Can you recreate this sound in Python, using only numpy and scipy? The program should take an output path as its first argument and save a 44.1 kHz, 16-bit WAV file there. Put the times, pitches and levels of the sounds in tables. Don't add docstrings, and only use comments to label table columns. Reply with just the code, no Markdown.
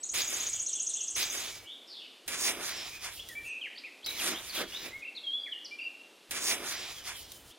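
import sys
import numpy as np
from scipy import signal
from scipy.fft import rfft, irfft, next_fast_len
from scipy.io import wavfile
from scipy.ndimage import uniform_filter1d, map_coordinates

SR = 44100
rng = np.random.default_rng(int(sys.argv[2]) if len(sys.argv) > 2 else 0)


def materialize(psi):
    bounded = np.clip(np.atleast_2d(psi).T, -1, 1)
    quanta = np.round(bounded * 32767).astype(np.int16)
    wavfile.write(sys.argv[1], SR, quanta)


def voltage_ratio(decibels):
    exponent = np.asarray(decibels, float) / 20
    return 10 ** exponent


N = 334278


def white(*shape):
    return rng.standard_normal(shape)


def level(x, db):
    return x * voltage_ratio(db) / np.sqrt(np.mean(x ** 2))


def gain_of(points, hz):
    at_hz, db = np.transpose(points)
    return voltage_ratio(np.interp(np.log(hz + 1), np.log(at_hz), db))


def colour(x, shape):
    size = next_fast_len(x.shape[-1], True)
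    hz = np.arange(size // 2 + 1) * SR / size
    return irfft(rfft(x, size) * shape(hz), size)[..., :x.shape[-1]]


def below(hz, edge_hz, order=3):
    return 1 / (1 + (hz / edge_hz) ** (2 * order))


def walk(rate, size):
    hold = int(SR / rate)
    steps = np.repeat(white(size // hold + 1), hold)
    return 1.144 * uniform_filter1d(steps, hold)[:size]


def add(out, x, start_s):
    i = int(start_s * SR)
    out[..., i:i + x.shape[-1]] += x[..., :N - i]


# pitch_hz, density_db (per Hz)
LEAF_HISS = [(25, -28), (90, -35), (160, -16.5), (290, -1), (600, -5), (1000, -10.5), (1900, -12.5),
             (3300, -8), (4500, -12.5), (6000, -17), (9000, -19.5), (12300, -22.5), (13600, -29),
             (14600, -50)]


def wood():
    hiss = colour(white(N), lambda hz: gain_of(LEAF_HISS, hz))
    return level(hiss, -58.5 + 0.39 * walk(0.96, N))


def trees(x, wet_db, t60, near_db, dull_hz):
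    t = np.arange(SR) / SR
    trunks = voltage_ratio(0.57 * walk(51.5, len(t)) - 60 * t / t60)
    leaves = voltage_ratio(near_db - 60 * t / 0.05)
    echo = white(len(t)) * (trunks + leaves) * np.clip(t / 0.0038, 0, 1)
    echo = colour(echo, lambda hz: np.sqrt(below(hz, dull_hz)))
    echo = echo * voltage_ratio(wet_db) / np.sqrt(np.sum(echo ** 2))
    return x + signal.fftconvolve(x, echo)[:N]


def note(length_s, start_hz, mid_hz, end_hz, db, round_off=0.49, lean=0.66, wobble=None):
    u = np.linspace(0, 1, int(length_s * 1.15 * SR))
    hz = 2 * start_hz * (u - .5) * (u - 1) - 4 * mid_hz * u * (u - 1) + 2 * end_hz * u * (u - .5)
    if wobble is not None:
        hz = hz * (1 + wobble[:len(hz)])
    shape = np.abs(np.sin(np.pi * u ** lean)) ** round_off
    return voltage_ratio(db + 5) * shape * np.sin(2 * np.pi * np.cumsum(hz) / SR)


def triller():
    syllables, first_s, gap_s, slowing_s = 21, .029, .059, .0004
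    peak_s, swell_db_per_s, fade_db_per_s = 0.83, 6, 13.5
    out = np.zeros(N)
    for k, chance in enumerate(white(syllables, 4)):
        s = first_s + gap_s * k + slowing_s * k ** 2
        db = -33 - max(swell_db_per_s * (peak_s - s), fade_db_per_s * (s - peak_s))
        top_hz = (7030 - 360 * s) * (1 + .012 * chance[0])
        sweep_hz = 9610 * (1 + 0.0263 * chance[1])
        hook_db = db + 2.5 + 0.58 * chance[2]
        sweep_db = db - 6 + 4.0 + 0.71 * chance[3]
        hook = note(.018, 0.62 * top_hz, .925 * top_hz, top_hz, hook_db, round_off=1.8, lean=1.45)
        sweep = note(0.015, sweep_hz, 0.84 * sweep_hz, 0.638 * sweep_hz, sweep_db, round_off=0.54, lean=2.25)
        add(out, hook, s - .003)
        add(out, sweep, s + .026 - .001)
    heard = trees(out, -3.5, 0.62, 3.8, 10000)
    breath = colour(white(int(1.5 * SR)),
                    lambda hz: np.sqrt(below(hz, 10300, order=8) - below(hz, 3800, order=8)))
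    add(heard, level(breath, -57.5) * np.hanning(len(breath)) ** 0.25, 0)
    return heard


def glides(rows, bend):
    return [(s, length_s, a, a + bend * (b - a), b, db) for s, length_s, a, b, db in rows]


# start_s, length_s, pitch_hz, level_db
LEVEL_WHISTLES = [(.003, 0.022, 8000, -54), (0.474, 0.074, 2305, -63.5), (1.172, .036, 3450, -53),
                  (1.49, .06, 2280, -59), (3.19, 0.051, 3370, -56), (3.353, 0.043, 2340, -44),
                  (3.714, .02, 1940, -61), (4.07, .12, 2296, -53), (4.722, 0.012, 2910, -44),
                  (5.395, 0.039, 4750, -64), (5.712, 0.071, 2397, -48), (5.804, 0.056, 4750, -61.5)]
# start_s, length_s, top_hz, level_db
HANGING_DROPS = [
    (4.559, .03, 3396, -43),
    (5.022, .02, 2498, -46.5),
    (5.048, .016, 2710, -44.8),
    (5.788, .015, 2750, -41.5),
    (5.814, .02, 2795, -43),
]
# start_s, length_s, start_hz, end_hz, level_db
STEEP_PLUNGES = [
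    (3.614, .056, 3255, 1600, -42),
]
# start_s, length_s, start_hz, end_hz, level_db
EVEN_RISES = [
    (3.756, 0.02, 4300, 4800, -56),
    (3.775, .014, 2900, 5450, -47),
    (3.838, 0.019, 2270, 2730, -45),
    (4.028, 0.016, 3000, 3700, -54),
    (4.043, .012, 3700, 5400, -43),
    (5.15, .013, 3880, 4500, -51),
    (5.315, 0.0747, 3254, 3476, -35.5),
    (6.858, .03, 4100, 4280, -67),
    (7.297, .016, 3900, 4600, -66),
    (7.5, 0.03, 2690, 3820, -63),
]
# start_s, length_s, start_hz, end_hz, level_db
EVEN_FALLS = [(.03, 0.016, 4480, 3750, -56.5), (.678, 0.027, 4400, 3050, -53), (.896, .02, 4336, 3270, -52),
              (2.76, .075, 5430, 5198, -51), (3.171, 0.011, 3560, 2550, -52),
              (3.29, 0.058, 2000, 1747, -52), (3.451, 0.069, 7100, 5700, -61.5),
              (3.853, .028, 2714, 1890, -50), (4.186, .032, 3640, 2250, -42.5),
              (5.163, .024, 4470, 3250, -43), (5.46, .028, 2490, 1655, -48.5),
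              (5.646, 0.022, 6100, 4000, -46.5), (6.935, 0.098, 3580, 2930, -60),
              (7.12, 0.1, 3500, 2850, -60.5), (7.33, 0.075, 3130, 3040, -66.5)]
# start_s, length_s, start_hz, end_hz, level_db
SETTLING_GLIDES = [
    (3.192, 0.019, 2600, 3364, -44),
    (3.455, .059, 9900, 8500, -60.5),
    (4.066, 0.0266, 4180, 3890, -39),
    (4.494, 0.02, 4990, 4340, -44.5),
    (4.917, 0.091, 1982, 2187, -48),
    (5.074, .024, 2774, 2686, -45.5),
    (5.238, .085, 3380, 3222, -42.5),
    (5.518, 0.0288, 3500, 2944, -39),
    (5.845, 0.0295, 2883, 2722, -40),
]
# start_s, level_db
FAR_TURNS = [
    (.522, -52.5),
    (.734, -51),
    (.951, -49),
]


def song():
    half_s, foot_hz, top_hz = .027, 2600, 3540
    ups = [(s, half_s, foot_hz, top_hz, db - 4) for s, db in FAR_TURNS]
    downs = [(s + half_s, 1.15 * half_s, top_hz, foot_hz, db) for s, db in FAR_TURNS]
    notes = [(s, length_s, 0.97 * hz, hz, hz, db) for s, length_s, hz, db in LEVEL_WHISTLES]
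    notes += [(s, length_s, hz, 0.97 * hz, 0.805 * hz, db) for s, length_s, hz, db in HANGING_DROPS]
    notes += glides(STEEP_PLUNGES, 0.39) + glides(EVEN_RISES, 0.6) + glides(EVEN_FALLS, .62)
    notes += glides(SETTLING_GLIDES, 1.05)
    return notes + glides(ups, 0.738) + glides(downs, 0.416)


# start_s, length_s, start_hz, end_hz, level_db
ROUGH_GLIDES = [
    (1.88, .176, 5260, 2620, -53),
    (3.455, 0.14, 2600, 2505, -45),
    (2.92, .06, 2200, 2400, -52),
    (1.662, .085, 2850, 3650, -50.5),
    (4.335, .055, 2700, 3600, -45.5),
    (4.735, .05, 3200, 3850, -44.5),
]


def whistlers():
    far_until_s, facing_s, warble_hz = 2.2, 6.8, 76
    far, near = np.zeros((2, N))
    for s, length_s, *pitch_db in song():
        if s < far_until_s:
            add(far, note(length_s, *pitch_db, round_off=0.13, lean=0.61), s - 0.035 * length_s)
        else:
            add(near, note(length_s, *pitch_db) * voltage_ratio(3.5 * (s > facing_s)), s - 0.036 * length_s)
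    warble = np.sin(2 * np.pi * warble_hz * np.arange(SR // 2) / SR)
    jitter_hz = (500, 260, 300, 300, 300, 300)
    jitter_depth = (.07, 0.0205, .05, .015, .03, .02)
    for row, rate, depth in zip(glides(ROUGH_GLIDES, 0.69), jitter_hz, jitter_depth):
        s, length_s, *pitch_db = row
        jitter = uniform_filter1d(white(SR // 2), int(SR / rate)) * np.sqrt(SR / rate)
        buzz = note(length_s, *pitch_db, wobble=depth * jitter + 0.049 * warble)
        buzz = buzz * (1 + 0.53 * warble[:len(buzz)])
        add(far if s < far_until_s else near, buzz, s - .04 * length_s)
    return voltage_ratio(-3) * trees(far, 2.4, 0.76, 3.5, 8200) + trees(near, -3.5, 0.74, 8.6, 8300)


def grains(size, per_s, scatter_db):
    when, chance, side = rng.random((int(per_s * size / SR), 3)).T
    strength = voltage_ratio(scatter_db * np.minimum(-np.log(chance + 1e-6), 4)) * np.sign(side - .5)
    return np.bincount((when * size).astype(int), strength, size)


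def ports(size, lag_ms, alike):
    shared = grains(size, 12000, 2.6)
    late = map_coordinates(shared, [np.arange(size) - lag_ms * SR / 1000], order=3)
    left = alike * late + np.sqrt(1 - alike ** 2) * grains(size, 12000, 2.6)
    return np.array([left, shared])


# pitch_hz, density_db (per Hz)
SAND_COLOUR = [(90, -28), (160, -12), (350, -2), (900, -9.5), (1500, -7), (2400, -8.5), (4400, 2),
               (6000, 1), (8000, 0), (10500, 0), (15500, 1)]
# pitch_hz, width_hz, gain_db
STEEL_MODES = [
    (2370, 590, 6),
    (3440, 730, 3),
    (7000, 820, 2),
    (9700, 1600, 5),
    (353, 42, 4.5),
    (4345, 145, -11.5),
    (7650, 290, -7),
    (11960, 180, -5),
]


def blade(hz):
    modes_db = sum(db / (1 + (2 * (hz - f) / width) ** 2) for f, width, db in STEEL_MODES)
    return gain_of(SAND_COLOUR, hz) * voltage_ratio(modes_db)


LAYER_BORDERS = [680, 1750, 2900, 8000]


def patchy_layers(x, layers_db, patchy_db, rate):
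    size = next_fast_len(x.shape[-1], True)
    hz = np.arange(size // 2 + 1) * SR / size
    spectrum = rfft(x, size) * blade(hz)
    borders = [60.] + LAYER_BORDERS + [16500.]
    out = 0
    for lo, hi, db, count in zip(borders, borders[1:], layers_db, (2, 2, 2, 5, 5)):
        edges = np.geomspace(lo, hi, count + 1)
        layer = 0
        for a, b in zip(edges, edges[1:]):
            band = irfft(spectrum * np.sqrt(below(hz, b, order=8) - below(hz, a, order=8)), size)
            layer = layer + band[:, :len(db)] * voltage_ratio(patchy_db * walk(rate, len(db)))
        out = out + level(layer, db)
    return out


# pitch_hz, gain_db
PORT_DIFFERENCE = [(100, 1.5), (700, -6), (1500, -7), (2500, -2), (7000, -5), (8800, -10), (10500, -1),
                   (15000, 2.5)]


def narrow(x):
    side = colour((x[0] - x[1]) / 2, lambda hz: gain_of(PORT_DIFFERENCE, hz))
    return x.mean(axis=0) + side * np.array([[1], [-1]])


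def hand(rows, rasp_db, thud_db):
    return [(s, grit, rasp_db + 0.26 * load, load, thud_db + 1.26 * load) for s, grit, load in rows]


# pitch_hz, density_db (per Hz)
AIR_RUMBLE = [(20, -8.5), (50, 1.5), (100, -0.5), (250, -13), (1000, -14), (5000, -22), (16000, -21.5)]


def stroke(curve, start, stop, lag):
    size = int((stop - start) * SR)
    t = start + np.arange(size) / SR
    s, *columns = np.transpose(curve)
    grit, rasp, crunch, thud = (np.interp(t, s, c) for c in columns)
    grit = np.where(t < s[0], grit - 30, grit)
    grit = grit + 1.23 * walk(40.5, size)
    lag_ms = np.interp(t, *np.transpose(lag)) + 0.019 * walk(11.39, size)
    layers_db = [grit + thud + 1.13, grit + crunch + 1.94, grit + (crunch + rasp) / 2 + 2.32,
                 grit + rasp + 5.23, grit + 5]
    sand = patchy_layers(ports(size, lag_ms, .78), layers_db, patchy_db=3.0, rate=16.04)
    common, apart = colour(white(2, size), lambda hz: gain_of(AIR_RUMBLE, hz))
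    air = level(common + 0.24 * apart * np.array([[1], [-1]]), -58.5)
    fade = np.clip(np.minimum((t - start) / 0.0054, (stop - t) / 0.028), 0, 1)
    return (narrow(sand) * voltage_ratio([[-.9], [.9]]) + air) * fade


def starved(x):
    out = x.copy()
    for at, pitch, length in rng.random((int(26 * x.shape[1] / SR), 3)):
        size = int(np.interp(length, (0, 1), (.04, .12)) * SR)
        i = int(at * (x.shape[1] - size))
        centre_hz = 3800 * (13000 / 3800) ** pitch
        band = colour(out[:, i:i + size], lambda hz: below(np.abs(hz - centre_hz), 140, order=6))
        out[:, i:i + size] -= band * signal.windows.tukey(size, .3)
    return out


def tick(db, body_db):
    burst = white(2, 600) * np.exp(-np.arange(600) / (0.0042 * SR))
    body = voltage_ratio(body_db - 2) - 1
    return voltage_ratio(db - 8.0) * colour(burst, lambda hz: (1 - below(hz, 1300)) * (1 + body * below(hz, 5300)))


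# start_s, stop_s
STROKE_TIMES = [
    (.115, .65),
    (6.29, 7.53),
    (4.04, 5.02),
]
# time_s, left_lag_ms
PORT_LAGS = [
    [(.12, 0.085), (.65, 0.093)],
    [(6.3, 0.1), (7.5, 0.04)],
    [(4.05, 0.087), (5, 0.063)],
]
# time_s, grit_db (pressure), load_db (sand on the blade)
SKIM_HAND = [
    (.135, -57, -8),
    (.141, -46, -4),
    (.211, -43, -2),
    (.247, -52, 0),
    (.467, -53.5, 0),
    (.517, -61, -10),
    (.533, -56, -9.5),
    (.587, -69, -1),
    (.65, -69, 2),
]
DIG_IN_HAND = [
    (6.309, -46.5, -3),
    (6.343, -53.5, 0),
    (6.377, -50.5, 0),
    (6.397, -51.5, 1),
    (6.489, -42, -3),
    (6.531, -45, -0.5),
    (6.569, -60, 6.5),
]
DIG_ON_HAND = [
    (6.61, -57, 6.5),
    (6.686, -50, -0.5),
    (6.762, -54, 2),
    (6.846, -56.5, 2),
    (6.874, -61.5, 2),
    (6.898, -57.5, -1.5),
    (7.0, -57.5, -8),
]
DIG_OUT_HAND = [
    (7.02, -67.5, -2),
    (7.076, -52, 1),
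    (7.116, -58, 8),
    (7.146, -60, 0.5),
    (7.214, -51.5, -29),
    (7.276, -65.5, -20),
    (7.33, -59, -35),
    (7.442, -71, -40),
    (7.51, -64, -26),
]
SHOVE_IN_HAND = [
    (4.062, -47, -9),
    (4.082, -58.5, 0),
    (4.102, -50.5, -5.5),
    (4.14, -56, -1),
    (4.208, -45.5, -3),
    (4.294, -43.5, 0),
    (4.344, -57.5, 12),
    (4.372, -60.5, 5),
    (4.49, -52.5, -6),
]
SHOVE_ON_HAND = [
    (4.52, -60.5, -3),
    (4.554, -49, -1),
    (4.618, -50.5, 8),
    (4.66, -75, 15.5),
    (4.69, -62, 0.5),
    (4.824, -57, -1.5),
    (4.866, -57.5, 6),
    (4.968, -84, 15),
    (4.998, -70, 1),
]
# start_s, peak_db, body_db (re peak)
EDGE_TICKS = [
    (0.1344, -40, -10.5),
    (2.28, -25, -17),
    (3.2877, -27.5, -1),
    (3.3394, -41, -3),
    (4.0609, -30, 13),
    (4.8868, -38, -13),
]


def trowel():
    skim_again_s, dig_again_s = 1.022, -4.031
    out = np.zeros((2, N))
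    skim = hand(SKIM_HAND, rasp_db=8.5, thud_db=-4.5)
    dig = hand(DIG_IN_HAND, rasp_db=7.5, thud_db=-3)
    dig += hand(DIG_ON_HAND, rasp_db=8.0, thud_db=-4.0)
    dig += hand(DIG_OUT_HAND, rasp_db=7.5, thud_db=-16)
    shove = hand(SHOVE_IN_HAND, rasp_db=7.5, thud_db=-3) + hand(SHOVE_ON_HAND, rasp_db=8.0, thud_db=0.5)
    repeats = (skim_again_s, dig_again_s, None)
    for curve, (start, stop), lag, again in zip((skim, dig, shove), STROKE_TIMES, PORT_LAGS, repeats):
        sound = starved(stroke(curve, start, stop, lag))
        add(out, sound, start)
        if again:
            add(out, sound, start + again)
    for s, db, body_db in EDGE_TICKS:
        sound = tick(db, body_db)
        add(out, sound, s)
        if s < STROKE_TIMES[0][1] or 2 < s < 4:
            add(out, sound, s + (skim_again_s if s < 1 else -dig_again_s))
    return out


def scene():
    return wood() + triller() + whistlers() + trowel()


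def band_limit(x):
    return signal.sosfilt(signal.butter(12, 16400, fs=SR, output="sos"), x)


def record(dry):
    top = signal.ellip(10, .2, 70, 15830, fs=SR, output="sos")
    return band_limit(signal.sosfilt(top, dry))


dry = scene()
out = record(dry)
materialize(out)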